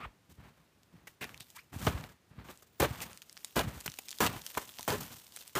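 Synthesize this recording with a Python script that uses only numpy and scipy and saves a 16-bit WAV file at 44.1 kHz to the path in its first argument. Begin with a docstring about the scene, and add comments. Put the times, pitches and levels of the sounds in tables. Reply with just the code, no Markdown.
"""A backyard under deep, crusted snow: someone wades closer, from a distance until near the microphone. Each
boot breaks the crust by brittle fracture, sinks with a dull thud and compacts the powder until the weight comes
off it. Kicked powder sifts down, and crumbs of ice tick on the surface. Trouser legs swish twice by friction.
The porous snow absorbs nearly all echo."""
import sys
import numpy as np
from scipy import signal
from scipy.fft import rfft, irfft, next_fast_len
from scipy.io import wavfile
from scipy.ndimage import map_coordinates

SR = 44100
rng = np.random.default_rng(int(sys.argv[2]) if len(sys.argv) > 2 else 0)


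def dump(signal):
    """Clip the signal to [-1, 1] and save it as 16-bit WAV at the path in sys.argv[1]."""
    limited = np.clip(np.atleast_2d(signal).T, -1, 1)
    pcm = np.round(limited * 32767).astype(np.int16)
    wavfile.write(sys.argv[1], SR, pcm)


N = 246648


def amp(db):
    return 10 ** (np.asarray(db) / 20)

def unit(x):
    return x / np.sqrt(np.mean(x ** 2) + 1e-20)

def curves(rows):
    """Linear interpolation: one value per sample for each column after the time."""
    times, *columns = np.transpose(rows)
    return [np.interp(np.arange(N) / SR, times, column) for column in columns]

def wobble(rate):
    """Spline interpolation: a smooth curve through rate random knots a second."""
    return map_coordinates(rng.standard_normal(int(N * rate / SR) + 4), [np.arange(N) * rate / SR])

def add(track, start, sound):
    """Superposition: a sound joins the track at start seconds."""
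    i = int(np.clip(round(start * SR), 0, N))
    track[i:i + len(sound)] += sound[:N - i]

def colour(x, spectrum, size=4096):
    """Minimum-phase filtering through (Hz, dB) points; the result has rms 1."""
    hz, db = np.transpose(spectrum)
    log_hz = np.log(np.fft.rfftfreq(size, 1 / SR) + 1)
    log_gain = np.log(amp(np.interp(log_hz, np.log(hz), db)))
    cepstrum = irfft(log_gain)[:size // 2]
    cepstrum[1:] *= 2
    response = irfft(np.exp(rfft(cepstrum, size)))
    return unit(signal.fftconvolve(x, response)[:N])

def grains(rate, spread_db, smooth):
    """Shot noise: rate random impulses a second, of uneven size, over a share of smooth noise."""
    occurs = rng.random(N) < rate / SR
    sizes = amp(spread_db * np.clip(rng.standard_normal(N), -2, 2)) * rng.choice([-1, 1], N)
    return unit(occurs * sizes) + smooth * rng.standard_normal(N)

def resonate(x, hz, q):
    """Damped resonance of a single mode."""
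    return signal.lfilter(*signal.iirpeak(min(hz, .36 * SR), max(q, 1), SR), x)


# Spectrum of outdoor air. Each row: frequency in Hz, relative level in dB.
AIR_SPECTRUM = [(20, -28), (70, -3), (170, -3), (600, -13), (2000, -17.5), (6000, -25), (15000, -32.5)]

def still_air(level_db=-69):
    """Stationary noise: a faint, steady hush, strongest in the bass."""
    return amp(level_db) * colour(rng.standard_normal(N), AIR_SPECTRUM)


# A boot bears down. Each row: start, rise time and time under load in seconds,
# then the levels of packing, crunching and spray in dB before firming.
BOOT_LOADS = [(0, .005, 0.055, -50.5, -49, -69), (.29, 0.015, 0.013, -51.5, -64, -61.5),
              (.37, 0.082, 0.13, -47.5, -52.5, -69.5), (.55, 0.029, .08, -66, -66.5, -76),
              (0.908, 0.054, 0.17, -55, -61, -77), (1.065, 0.021, 0.018, -70, -65, -59),
              (1.204, 0.017, 0.17, -47, -50.5, -59), (1.546, .02, 0.019, -80, -71, -52),
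              (1.718, 0.024, 0.12, -41, -48, -52), (1.793, 0.038, 0.1, -39, -41, -41.5),
              (1.866, .02, 0.18, -35.5, -39, -53), (2.085, .01, 0.017, -59, -56.5, -62.5),
              (2.3, 0.012, .07, -55.5, -64, -89), (2.36, 0.042, 0.1, -48.5, -53, -92),
              (2.43, 0.073, 0.08, -52, -47, -53), (2.799, .02, .31, -37, -38, -50),
              (3.553, 0.016, 0.23, -34, -38.5, -51.5), (3.858, .02, 0.016, -48, -61, -70),
              (4.208, 0.035, 0.16, -34.5, -36, -50), (4.529, 0.095, .075, -50.5, -42.5, -48.5),
              (4.585, .01, 0.031, -63, -52, -52), (4.666, 0.013, 0.013, -56, -62, -52),
              (4.793, .01, 0.028, -63, -61, -54.5), (4.875, 0.042, 0.19, -35.5, -39, -43),
              (5.1, 0.0075, 0.038, -51, -51.5, -48)]
# Firming quietens packing, crunching and spray. Each row: fall in dB, time constant in seconds.
FIRMING_DECAYS = [(26, 0.21), (20.5, 0.16), (16.5, 0.33)]

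def compaction(unload_db_per_s=219):
    """Compaction: the gains of packing, crunching and spray ease as snow firms and die as it is unloaded."""
    powers, t = np.zeros((3, N)), np.arange(SR) / SR
    for start, rise, length, *levels in BOOT_LOADS:
        weight = np.minimum(t / rise, 1) * amp(-unload_db_per_s * np.maximum(t - length, 0))
        for power, db, (fall_db, firm_s) in zip(powers, levels, FIRMING_DECAYS):
            firmness = 1 - np.exp(-t / firm_s)
            add(power, start, (weight * amp(db - fall_db * firmness)) ** 2)
    return np.sqrt(powers)


# Spectra of fine dust and coarse crystals. Each row: frequency in Hz, relative level in dB.
DUST_SPECTRUM = [(1200, -39.5), (2800, 0.5), (4200, -0.5), (6500, 1.5), (9000, 0.5), (10500, -6),
                 (12500, 1.5), (15000, -2.5)]
CRYSTAL_SPECTRUM = [(300, -13), (900, -1.5), (1800, 4.5), (3500, 8), (6500, -7), (9000, -1.5), (15000, 6)]

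def powder(spray_gain, sift_gain, clumps):
    """Granular impact: fine dust merges into a hiss, while coarse crystals patter down one by one."""
    fine = grains(rate=1200, spread_db=4.5, smooth=.9)
    dust = unit(amp(2.65 * clumps) * colour(fine, DUST_SPECTRUM))
    impacts = np.abs(grains(rate=120, spread_db=3.5, smooth=0))
    landings = signal.lfilter([1], [1, -np.exp(-1 / (0.00081 * SR))], impacts)  # each decays in 0.81 ms
    crystals = colour(landings * rng.standard_normal(N), CRYSTAL_SPECTRUM)
    power = np.array([spray_gain, sift_gain]) ** 2
    coarse_share = np.array([.12, .4])  # of the spray's power and of the sifting's
    return np.sqrt((1 - coarse_share) @ power) * dust + np.sqrt(coarse_share @ power) * crystals


# Spectra of snow under load. Each row: frequency in Hz, relative level in dB.
PACKING_SPECTRUM = [(20, -36), (35, -26.5), (55, -1.5), (80, -3.5), (160, -1.5), (260, -8), (420, -21.5),
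                    (1000, -46)]
CRUNCH_SPECTRUM = [(120, -12), (330, -2), (1000, 0), (1900, -4), (3000, -9.5), (4500, -16), (9000, -44.5)]
# Snow sifts around the legs, thickest as a boot swings. Each row: time in seconds, relative level in dB.
SIFT_LEVELS = [(1.2, -82), (1.52, -63), (1.68, -76), (2.35, -84), (2.56, -65), (2.72, -71.5), (3.05, -57),
               (3.25, -66), (3.45, -59), (3.55, -62), (3.82, -54), (3.95, -59), (4.3, -52), (4.49, -49),
               (4.74, -56), (4.84, -52), (5.29, -58), (5.38, -51.5), (5.55, -62)]

def wading():
    """Granular flow: powder packs in low lumps, crunches around the boot, sprays and sifts down."""
    pack_gain, crunch_gain, spray_gain = compaction()
    sift_db, = curves(SIFT_LEVELS)
    packing = colour(grains(rate=300, spread_db=2.5, smooth=0.22), PACKING_SPECTRUM)
    clumps = wobble(90)  # grains break loose in clusters
    fractures = colour(grains(rate=1800, spread_db=4, smooth=0.6), CRUNCH_SPECTRUM)
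    crunching = unit(amp(1.48 * clumps) * fractures)
    crunch_gain = np.hypot(crunch_gain, amp(sift_db - 14.5))  # sifting snow crunches faintly too
    return pack_gain * packing + crunch_gain * crunching + powder(spray_gain, amp(sift_db - 0.5), clumps)


# Ribbed cloth rubs, one list per stroke. Each row: time in seconds, rib rate in Hz, level in dB.
LEG_STROKES = [
    [(0, 1195, -55), (.028, 1297, -47.5), (.05, 1177, -42), (.058, 633, -45.5), (.066, 500, -65)],
    [(1.548, 843, -66), (1.568, 983, -52.5), (1.578, 1390, -53.5), (1.593, 2320, -49.5), (1.606, 2690, -65),
     (1.628, 2690, -71)],
]
# Spectrum of the rubbing. Each row: frequency in Hz, relative level in dB.
CLOTH_SPECTRUM = [(200, 6), (700, -16), (1200, 14.5), (2300, 14.5), (3800, -2.5), (5500, -25), (9000, -14),
                  (15000, -51)]

def trousers():
    """Periodic friction: ribs of cloth skip over each other, a rough zip whose pitch follows leg speed."""
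    out, t = np.zeros(N), np.arange(N) / SR
    for stroke in LEG_STROKES:
        rib_hz, db = curves(stroke)
        phase = 2 * np.pi * np.cumsum(rib_hz * (1 + .075 * wobble(800))) / SR
        ribs = unit(amp(3 * wobble(300)) * (np.sin(phase) + .38 * np.sin(2 * phase)))
        rub = colour(rng.standard_normal(N), CLOTH_SPECTRUM)
        touching = (t >= stroke[0][0]) & (t <= stroke[-1][0])
        out += touching * amp(db) * (.78 * ribs + .6 * rub)
    return out


# Snow slumps under a boot. Each row: start in seconds, settled pitch in Hz, level in dB.
SLUMPS = [(0.057, 40, -37.5), (0.384, 66, -38), (.953, 90, -41.5), (1.406, 80.5, -42), (1.762, 60.3, -28),
          (1.87, 99.5, -9.5), (1.876, 56, -18.5), (1.945, 50, -23.5), (2.382, 60, -33.5), (2.806, 50, -21),
          (2.907, 67.5, -23.5), (3.562, 81.5, -27), (3.67, 62, -24), (3.883, 77.6, -34.5), (4.206, 78, -29),
          (4.88, 72, -29)]

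def thuds(bend=1.15, sink_s=.0093, cycles_per_60_db=3.4):
    """Damped oscillation: collapsing snow gives a few low cycles, sinking in pitch as the hollow deepens."""
    out, t = np.zeros(N), np.arange(SR // 5) / SR
    for start, hz, db in SLUMPS:
        pitch = hz * (1 + bend * np.exp(-t / sink_s))
        envelope = amp(db - 60 * t * hz / cycles_per_60_db) * (1 - np.exp(-t / 0.002))
        add(out, start, -envelope * np.sin(2 * np.pi * np.cumsum(pitch) / SR))
    return out


# The largest crumbs of crust. Each row: start in seconds, level in dB with the energy
# referred to one millisecond, pitch in Hz.
LARGE_CRUMBS = [(.833, -56.5, 6040), (1.2272, -37.5, 2400), (1.2428, -33.5, 2000), (1.293, -42.5, 2190),
                (1.3443, -40, 2130), (1.3769, -45.5, 3600), (1.406, -37.5, 3760), (1.503, -46.5, 7200),
                (1.8271, -39, 1690), (1.868, -27.5, 2700), (2.011, -46, 2000), (2.0399, -39, 2300),
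                (2.5746, -50, 7100), (3.1311, -43, 4900), (3.1746, -42, 5430), (3.2193, -40.5, 3300),
                (3.225, -45.5, 5000), (3.2964, -42, 4600), (3.3277, -44.5, 11000), (3.369, -42, 2810),
                (3.3751, -41, 5330), (3.4466, -29, 7700), (3.5933, -25, 3670), (3.805, -40, 6840),
                (3.8099, -39, 6000), (3.8786, -28, 1970), (3.8998, -40, 5400), (3.9187, -40, 5500),
                (3.9402, -41, 4260), (4.085, -35, 4500), (4.092, -36, 6700), (4.1069, -35, 7500),
                (4.114, -35, 6400), (4.1281, -36.5, 3500), (4.1864, -35.5, 4700), (4.418, -41, 5474),
                (4.4646, -30, 5900), (4.5506, -38.5, 2380), (4.7865, -35.5, 3500), (4.8091, -37, 6600),
                (4.8295, -35, 5940), (4.9042, -27.5, 3200), (5.363, -35, 9200), (5.372, -43.5, 2000),
                (5.4778, -40.5, 10100)]

def crumbs():
    """Impact excitation: each crumb ticks at its own pitch, taps the snow and shatters into a trickle."""
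    out, t = np.zeros(N), np.arange(SR // 25) / SR
    for start, db, hz in list(LARGE_CRUMBS) + stray_crumbs():
        snap, trickle = rng.standard_normal((2, len(t)))
        t60 = .0031 * amp(.35 * (db + 44.5))  # larger crumbs ring longer
        burst = unit(snap * amp(-60 * t / t60))
        burst += 0.3 * unit(trickle * np.abs(trickle) * np.exp(-t / 0.0055))
        broad = resonate(burst, hz, q=1)
        ring = resonate(broad, hz, q=5)
        tap = resonate(burst, hz * 0.64, q=1)
        tick = unit(broad) + 0.26 * unit(ring) + 0.89 * unit(tap)
        add(out, start, amp(db) * np.sqrt(SR / 1000 / len(t)) * unit(tick))
    return out


# The crust gives way. Each row: start, length and rise time in seconds, body and grit levels in dB,
# slab pitch in Hz, slab level in dB.
CRUST_BREAKS = [(1.07, 0.01, 0.0045, -56.5, -50.5, 2090, -48), (1.208, 0.042, .0097, -47.5, -50, 2350, -44),
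                (1.397, 0.031, .0066, -82, -56, 3700, -55.5), (1.866, 0.013, .0017, -26.5, -44, 362, -28.5),
                (2.484, .026, 0.0033, -50.5, -65, 960, -61), (2.62, 0.011, 0.0059, -60.5, -56.5, 900, -75),
                (2.7983, 0.014, 0.0039, -27, -31, 756, -38), (2.818, 0.038, 0.0012, -29, -38, 473, -32),
                (3.004, 0.00088, .0005, -73, -39, 2680, -35), (3.012, 0.027, 0.0072, -68, -40, 2250, -47.5),
                (3.556, 0.059, 0.009, -30.5, -38, 596, -36.5),
                (3.858, 0.0064, 0.0048, -50, -33, 1800, -42.5),
                (3.987, 0.0024, 0.0014, -51, -34, 2780, -38), (4.204, 0.055, .00073, -29, -32, 1030, -34.5),
                (4.261, .012, 0.0055, -33.5, -33.5, 2970, -32),
                (4.57, 0.011, 0.0046, -32.5, -36, 990, -31.5), (4.792, 0.0042, .001, -55, -41.5, 890, -43),
                (4.8776, 0.045, 0.00065, -34.5, -37.5, 910, -37.5),
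                (4.923, 0.034, 0.0036, -36.5, -46, 455, -41.5),
                (5.004, 0.0094, 0.0047, -59, -41, 1500, -64), (5.405, 0.01, 0.0053, -81.5, -51, 3560, -52),
                (5.552, 0.07, .0009, -35.5, -39.5, 1210, -41.5)]
# Spectra of a break's body and grit. Each row: frequency in Hz, relative level in dB.
BODY_SPECTRUM = [(30, -29.5), (65, -8.5), (170, 0.5), (400, 1), (700, -2.5), (1150, -4), (1600, -6),
                 (2200, -11), (3200, -11.5), (4500, -20.5), (9000, -41.5)]
GRIT_SPECTRUM = [(800, 7), (2500, -3.5), (4000, 2.5), (6500, 6.5), (9000, 4.5), (10500, 1), (12500, 5),
                 (15000, 4.5)]

def crust(fade_db=6.5, release_s=0.0051):
    """Brittle fracture: a boot drives a run of cracks through the crust, and each slab rings briefly."""
    body = colour(grains(rate=3000, spread_db=5.5, smooth=0.5), BODY_SPECTRUM)
    grit = colour(grains(rate=4400, spread_db=0.5, smooth=.5) * amp(1.7 * wobble(350)), GRIT_SPECTRUM)
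    cracks = grains(rate=1800, spread_db=3, smooth=0.14)
    out = np.zeros(N)
    for start, length, rise, body_db, grit_db, slab_hz, slab_db in CRUST_BREAKS:
        i = round(start * SR)
        t = np.arange(min(int((length + .04) * SR), N - i)) / SR
        span = slice(i, i + len(t))
        release = np.exp(-np.maximum(t - length, 0) / release_s)
        push = np.minimum(t / rise, 1) * amp(-fade_db * t / length) * release
        bite = amp(5.2 * np.exp(-t / 0.0077))  # the icy skin on top breaks first and brightest
        slab = resonate(resonate(push * cracks[span], slab_hz, q=1.8), slab_hz, q=1.8)
        layers = (push * body[span], body_db), (bite * push * grit[span], grit_db), (slab, slab_db)
        for layer, db in layers:
            add(out, start, amp(db) * np.sqrt(length * SR / len(t)) * unit(footprint(layer)))
    return out

def footprint(x):
    """Early reflection: the walls of a fresh footprint return a few quick copies at random delays."""
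    walls = np.zeros(SR // 150)
    walls[rng.integers(SR // 2000, len(walls), size=4)] = .19 * rng.choice([-1, 1], size=4)
    walls[0] = 1
    return signal.fftconvolve(x, walls)[:len(x)]

def stray_crumbs(count=60, near_from_s=3.9, per_s=8):
    """Random arrivals: rows of small crumbs, heard above the sifting snow once the walker is close."""
    gap, size, pitch = rng.standard_normal((count, 3)).T
    times = near_from_s + np.cumsum(np.abs(gap) * np.sqrt(np.pi / 2)) / per_s
    db = np.interp(times, *np.transpose(SIFT_LEVELS)) + 8 + 1.5 * np.clip(size, -2, 2)
    hz = 5200 * np.exp(.3 * pitch)
    return [row for row in zip(times, db, hz) if row[0] < N / SR]

def yard(x, t60=0.25, echo_db=-18.5):
    """Diffuse reflection: the fence and house wall scatter back a weak, short tail."""
    t = np.arange(SR // 4) / SR
    tail = rng.standard_normal(len(t)) * amp(-60 * t / t60) * (t > .006)
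    return x + amp(echo_db) * signal.fftconvolve(x, tail / np.linalg.norm(tail))[:N]

def scene():
    """Superposition: breaks, thuds, ticks and swishes, with their echo, add to the wading and the air."""
    air = still_air()
    return (yard(crust() + thuds() + crumbs() + trousers()) + wading() + air)[None]

def record(dry, low_hz=46, top_hz=15500):
    """Band limiting: the microphone drops the deepest bass and keeps nothing above its upper limit."""
    x = signal.sosfilt(signal.butter(3, low_hz, "high", fs=SR, output="sos"), dry)
    size = next_fast_len(N + SR // 2)
    passband = np.fft.rfftfreq(size, 1 / SR) < top_hz
    return irfft(rfft(x, size) * passband, size)[..., :N]


dry = scene()
out = record(dry)
dump(out)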